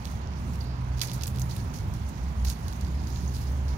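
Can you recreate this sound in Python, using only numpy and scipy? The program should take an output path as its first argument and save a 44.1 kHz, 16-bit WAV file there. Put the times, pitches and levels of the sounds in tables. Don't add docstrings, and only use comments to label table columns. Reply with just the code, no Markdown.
import sys
import numpy as np
from scipy import signal
from scipy.fft import rfft, irfft, next_fast_len
from scipy.io import wavfile
from scipy.ndimage import uniform_filter1d

SR = 44100
rng = np.random.default_rng(int(sys.argv[2]) if len(sys.argv) > 2 else 0)


def wrap_up_sound(samples):
    columns = np.atleast_2d(samples).T
    tamed = np.clip(columns, -1, 1)
    steps = np.round(tamed * 32767).astype(np.int16)
    wavfile.write(sys.argv[1], SR, steps)


def attenuation_scalar(level_db):
    decades = np.asarray(level_db, float) / 20
    return 10 ** decades


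N = 166257

# (frequency [Hz], level [dB])
LEAF_COLOUR = [(1100, -18), (2000, -4), (3200, -5), (4500, 2), (6700, 1.5), (7700, -10), (9500, -7),
               (15500, -10.5)]
SPLIT_HZ = 7000


def evened(x):
    return x / np.sqrt(np.mean(x ** 2) + 1e-20)


def read(points, hz):
    f, value = np.transpose(points)
    return np.interp(np.log(hz + 1), np.log(f + 1), value)


def shaped(x, gain):
    size = next_fast_len(N + 4096)
    return irfft(rfft(x, size) * gain(np.fft.rfftfreq(size, 1 / SR)), size)[..., :N]


def add(mix, s, sound):
    part = mix[..., round(s * SR):][..., :sound.shape[-1]]
    part += sound[..., :part.shape[-1]]


def resonate(x, hz, width_hz):
    turn = np.exp(2j * np.pi * np.cumsum(hz * np.ones(len(x))) / SR)
    r = np.exp(-np.pi * width_hz / SR)
    return 2 * (turn * signal.lfilter([1 - r], [1, -r], x / turn)).real


def low_share(f):
    return 1 / (1 + (f / SPLIT_HZ) ** 20)


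def leaf_body(x):
    return shaped(x, lambda f: attenuation_scalar(read(LEAF_COLOUR, f)) * low_share(f))


def leaf_edge(x):
    return shaped(x, lambda f: attenuation_scalar(read(LEAF_COLOUR, f)) * (1 - low_share(f)))


def wash(colour, level_db, patchy_db, swell_db):
    # (frequency [Hz], coherence [0-1])
    coherence = [(60, 0.92), (200, 0.99), (400, 0.8), (800, 0.65), (2000, 0), (16000, 0)]
    frames, hz = N // 512 + 5, np.fft.rfftfreq(2048, 1 / SR)
    a, b, c, d, patches = rng.standard_normal((frames, 1025, 5)).T
    patches = uniform_filter1d(uniform_filter1d(patches, size=14, axis=0), size=8, axis=1)
    swell = evened(uniform_filter1d(rng.standard_normal(frames), size=30))
    same = read(coherence, hz)[:, None]
    left = a + 1j * b
    z = np.array([left, same * left + np.sqrt(1 - same ** 2) * (c + 1j * d)])
    inside = (hz >= colour[0][0]) & (hz <= colour[-1][0])
    gain_db = read(colour, hz)[:, None] + patchy_db * evened(patches) + swell_db * swell
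    z *= inside[:, None] * attenuation_scalar(gain_db)
    return attenuation_scalar(level_db) * evened(signal.istft(z, nperseg=2048, noverlap=1536)[1][:, :N])


def traffic():
    # (frequency [Hz], level per Hz [dB])
    rumble_colour = [(35, -40), (50, -4.5), (70, -0.5), (95, -3), (125, -10), (180, -9), (260, -18.5),
                     (420, -29)]
    roar_colour = [(350, -5), (540, -7), (980, -3), (1200, -8.5), (3000, -19), (6500, -29.5), (8000, -37),
                   (16000, -71)]
    return wash(rumble_colour, -34, 1.3, 0.78) + wash(roar_colour, -46, 0.86, 0.51)


def drone(curve, waver_hz, waver_db):
    s, hz, db = np.transpose(curve)
    t = np.arange(N) / SR
    pitch_waver, level_waver = (evened(uniform_filter1d(uniform_filter1d(v, size=1500), size=1500))
                                for v in rng.standard_normal((2, N)))
    turns = np.cumsum(np.interp(t, s, hz) + waver_hz * pitch_waver) / SR
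    level = attenuation_scalar(np.interp(t, s, db) + waver_db * level_waver)
    return np.sqrt(2) * level * np.sin(2 * np.pi * turns)


def engines():
    # (time [s], pitch [Hz], level [dB])
    low_track = [(0.0, 66, -54), (0.1, 66.35, -35), (0.38, 68.67, -37.5), (0.67, 63.77, -31.5),
                 (0.9, 64.9, -34.5), (0.95, 63.7, -25), (1.05, 64.35, -58), (1.29, 72, -34),
                 (1.63, 64.34, -37), (1.91, 63.83, -47), (2.05, 67.94, -32), (2.23, 63.27, -37),
                 (2.48, 64, -25), (2.67, 62.8, -46.5), (2.83, 65.2, -32.5), (3.23, 67.9, -34.5),
                 (3.74, 67.7, -26.5), (3.77, 67.4, -59)]
    high_track = [(0.0, 126, -54), (0.02, 124.3, -51), (0.94, 124.5, -33.5), (1.23, 125.1, -39),
                  (1.41, 125.8, -31), (1.6, 125.2, -39), (1.8, 126, -48.5), (2.9, 125.7, -44),
                  (3.18, 124.4, -39), (3.74, 126.4, -38), (3.77, 123, -44)]
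    faint_track = [
        (0, 167, -61),
        (1.4, 167, -55),
        (1.9, 167, -49),
        (2.5, 167, -48),
        (3.77, 167, -70),
    ]
    return drone(low_track, 2.28, 2.26) + drone(high_track, 0.61, 0.17) + drone(faint_track, 0.38, 2.1)


def slide():
    # (time [s], centre frequency [Hz], level [dB])
    glide = [
        (.58, 4400, -74),
        (.66, 4502, -54.5),
        (.78, 4770, -59.5),
        (0.899, 5100, -94),
    ]
    s, hz, db = np.transpose(glide)
    t = np.arange(N) / SR
    hz = np.interp(t, s, hz)
    hiss = resonate(resonate(rng.standard_normal(N), hz, 1000), hz, 1000)
    return attenuation_scalar(np.interp(t, s, db)) * evened(hiss)


def scattered(dry):
    scatter_db, scatter_t60_s = -9, 0.015
    u = np.arange(4000) / SR
    tail = rng.standard_normal((2, 4000)) * attenuation_scalar(-60 * u / scatter_t60_s) * (u > .0008)
    tail = attenuation_scalar(scatter_db) * tail / np.linalg.norm(tail[0])
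    return dry + signal.oaconvolve(dry, tail, axes=1)[:, :N]


def snaps():
    # (time [s], peak [dB], ring [Hz], brightness [dB])
    snap_events = [(0.0538, -27.5, 4150, -19.5), (0.995, -29, 4250, -16), (1.0063, -29, 4330, -19),
                   (1.0146, -14, 5100, -25), (1.0168, -15.5, 3820, -14.5), (1.072, -31.5, 6610, -9.5),
                   (1.097, -28, 4350, -20), (1.116, -26.5, 4900, -18), (1.1344, -34, 6460, -7),
                   (1.211, -29.5, 4690, -20), (1.222, -32, 4200, -13), (1.2348, -20, 6400, -16),
                   (1.258, -30, 4800, -20), (1.2707, -32.5, 6170, -3.5), (1.2782, -30.5, 3980, -8),
                   (1.3598, -38.5, 4180, -10), (1.3858, -31, 4470, -16), (1.396, -31, 5620, -9),
                   (1.4174, -25.5, 5560, -14), (1.497, -38, 5136, -14), (1.5113, -32.5, 4520, -16),
                   (1.5651, -35.5, 3730, -5), (1.7424, -36, 5610, -23), (1.938, -35.5, 6380, -11),
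                   (2.089, -53, 2740, 4), (2.4503, -29.5, 4700, -14), (2.484, -22, 6900, -21),
                   (2.4997, -19, 5800, -18), (2.682, -31, 6820, -16), (2.8108, -28.5, 6440, -21),
                   (0.0455, -38, 4400, -18), (0.0732, -37.5, 3000, -20), (0.1155, -48, 6000, -4),
                   (0.2728, -37.5, 5880, -27), (0.336, -43, 4650, -22), (0.5347, -39, 5600, -15),
                   (0.5564, -40, 5200, -12), (0.9835, -35, 4920, -20), (1.0322, -29, 5500, -8),
                   (1.0525, -34, 5000, -15), (1.084, -35, 5500, -20), (1.1415, -39, 5500, -3),
                   (1.2357, -31.5, 3060, -14), (1.372, -39, 4500, -15), (1.6565, -46, 5500, -17),
                   (1.7868, -34, 6100, -16), (1.8074, -39, 5500, -19), (2.4482, -30, 4500, -11),
                   (2.469, -34, 4786, -26), (2.4945, -38, 6500, -2), (2.525, -39, 4300, -17),
                   (2.6818, -37, 3960, -20), (2.726, -38, 3530, -11), (2.7326, -35, 6600, -18),
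                   (2.7628, -47, 6500, -5), (2.8485, -37.5, 4810, -23), (2.868, -40, 4536, -24),
                   (3.0715, -35, 6144, -22), (3.1035, -42.5, 5000, -5.5), (3.1596, -33.5, 4500, -21),
                   (3.3479, -33, 5000, -23), (1.0343, -30, 1850, -25), (2.451, -36, 2200, -25),
                   (3.3665, -34, 4483, -16), (3.682, -35, 5040, -30)]
    # (time [s], peak [dB], pitch [Hz])
    ping_events = [
        (0.608, -36, 4630),
        (3.1009, -53, 5550),
        (3.277, -35, 6400),
        (4.4, -33, 6330),
        (1.6, -49, 4480),
        (1.4185, -35.5, 6400),
        (2.4835, -30, 6800),
        (2.6815, -36.5, 6770),
    ]
    onset_s, pulse_cycles, pulse_db = .0004, .75, 4
    crack_t60_s, crack_db, crack_width_hz, crack_same = .0065, -2.5, 2600, 0.44
    ping_t60_s = .036
    t = np.arange(800) / SR
    ring, crack = np.zeros(N), np.zeros((2, 2, N))
    for s, db, hz, bright_db in snap_events:
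        a, b = rng.standard_normal((2, 800))
        u = (t - onset_s) * hz - 1.5
        add(ring, s, attenuation_scalar(db + pulse_db) * np.exp(-(u / pulse_cycles) ** 2) * np.sin(2 * np.pi * u))
        fall_db = np.array([[db + crack_db], [db + bright_db + 11]]) - 60 * t / crack_t60_s
        pair = np.array([crack_same * a + np.sqrt(1 - crack_same ** 2) * b, a])
        body = [resonate(v, hz, crack_width_hz) for v in pair]
        add(crack, s + onset_s, attenuation_scalar(fall_db)[:, None] * [body, pair])
    for s, db, hz in ping_events:
        tone = resonate(resonate(rng.standard_normal(800), hz, 700), hz, 700)
        add(ring, s, attenuation_scalar(db - 1 - 60 * t / ping_t60_s) * evened(tone))
    return scattered(shaped(ring, low_share) + leaf_body(crack[0]) + attenuation_scalar(9) * leaf_edge(crack[1]))


def crackle():
    grains_per_s, spread_db, cycles = 1400, 5, 3.6
    size = attenuation_scalar(spread_db * np.minimum(rng.exponential(1, N), 3.5))
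    size = size * (rng.random(N) < grains_per_s / SR)
    kind, t, out = rng.integers(0, 24, N), np.arange(200) / SR, np.zeros((2, N))
    for k, hz in enumerate(np.geomspace(2000, 14000, 24)):
        envelope = np.sqrt(hz) * hz * np.sqrt(t) * np.exp(-np.e * t * hz / cycles)
        grain = envelope * np.sin(2 * np.pi * hz * t)
        out[k % 2] += signal.oaconvolve(size * (kind == k), grain)[:N]
    return evened(out + 0.44 * out[::-1])


def friction_hiss():
    same, patchy_db = 0.094, 2
    common, *own = rng.standard_normal((3, N))
    z = signal.stft(np.sqrt(same) * common + np.sqrt(1 - same) * np.array(own), nperseg=256)[2]
    patches = rng.standard_normal(z.shape[1:])
    patches = uniform_filter1d(uniform_filter1d(patches, size=9, axis=0), size=12, axis=1)
    return evened(signal.istft(z * attenuation_scalar(patchy_db * evened(patches)), nperseg=256)[1][:, :N])


def leaves():
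    # (time [s], level [dB], brightness [dB])
    drag_curve = [(0, -56.5, 0), (.14, -61, 0), (.24, -62, -8), (0.401, -58, 1.5), (.56, -57.5, 4),
                  (.72, -63.5, -0.5), (0.934, -59.5, 0), (1.17, -51.5, -2), (1.32, -59, 5.5),
                  (1.599, -52.5, 3), (1.7, -59.5, 3.5), (2.151, -56.5, 0), (2.39, -59.5, 1.5),
                  (2.75, -54, 2), (2.97, -56.5, 0), (3.2, -51.5, -0.5), (3.45, -58, 4), (3.63, -59, 0.5)]
    # (start [s], length [s], level [dB], brightness [dB])
    stroke_events = [(0.045, 0.15, -51, 0.5), (0.603, 0.045, -53, 1), (0.971, 0.066, -50.5, 0),
                     (1.018, 0.03, -33, 2), (1.044, 0.028, -44, 2), (1.07, 0.075, -46, -1),
                     (1.131, 0.037, -50.5, 13.5), (1.208, .02, -45, -3), (1.234, 0.019, -45, 7),
                     (1.266, 0.026, -46.5, 12.5), (1.346, 0.036, -52, 0), (1.396, 0.04, -49.5, 7),
                     (1.492, 0.053, -46, -4), (1.55, 0.05, -58.5, 12), (1.736, .08, -50, 2.5),
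                     (1.936, 0.032, -50.5, 0), (2.086, 0.016, -56, 9), (2.446, 0.039, -44, 3),
                     (2.47, 0.039, -41, 0), (2.501, 0.035, -42.5, 3), (2.681, .07, -55, -3),
                     (2.805, 0.077, -61, -3), (3.07, 0.085, -52, 0), (3.334, 0.2, -50.5, 2.5),
                     (3.683, 0.11, -53, -1.5)]
    rise_s, fade_db, fade_curve = .002, -9, 1.5
    grain_share, flicker_db = 0.04, 1
    t = np.arange(N) / SR
    s, db, bright_db = np.transpose(drag_curve)
    power = attenuation_scalar(2 * np.array([np.interp(t, s, db), np.interp(t, s, db + bright_db)]))
    for start, length, db, bright_db in stroke_events:
        u = np.arange(0, 2 * length, 1 / SR)
        shape = np.minimum(u / rise_s, 1) * attenuation_scalar(fade_db * (u / length) ** fade_curve)
        add(power, start, (attenuation_scalar(np.array([[db], [db + bright_db]])) * shape) ** 2)
    noise = np.sqrt(1 - grain_share) * friction_hiss() + np.sqrt(grain_share) * crackle()
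    flicker = evened(uniform_filter1d(rng.standard_normal(N), size=400))
    noise = noise * attenuation_scalar(flicker_db * flicker)
    body, edge = leaf_body(noise), leaf_edge(noise)
    level = np.sqrt(power) / body.std()
    return level[0] * body + level[1] * edge


def scene():
    return traffic() + engines() + slide() + snaps() + leaves()


def ports(f):
    # (frequency [Hz], level difference [dB])
    port_difference = [(60, -2), (400, -3.5), (2000, -9), (4500, -10.5), (7200, -21.5), (7900, 6),
                       (9500, 2.5), (12000, -4)]
    lag_s, edge_hz = 0.0003514, 15850
    left = attenuation_scalar(read(port_difference, f))
    pair = np.array([left * np.exp(-2j * np.pi * f * lag_s), np.ones(len(f))])
    return pair * np.sqrt(2 / (1 + left ** 2)) / (1 + (f / edge_hz) ** 300)


def roll_off(x):
    return signal.sosfilt(signal.butter(12, 16520, fs=SR, output="sos"), x)


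def record(dry):
    return roll_off(shaped(dry, ports))


dry = scene()
out = record(dry)
wrap_up_sound(out)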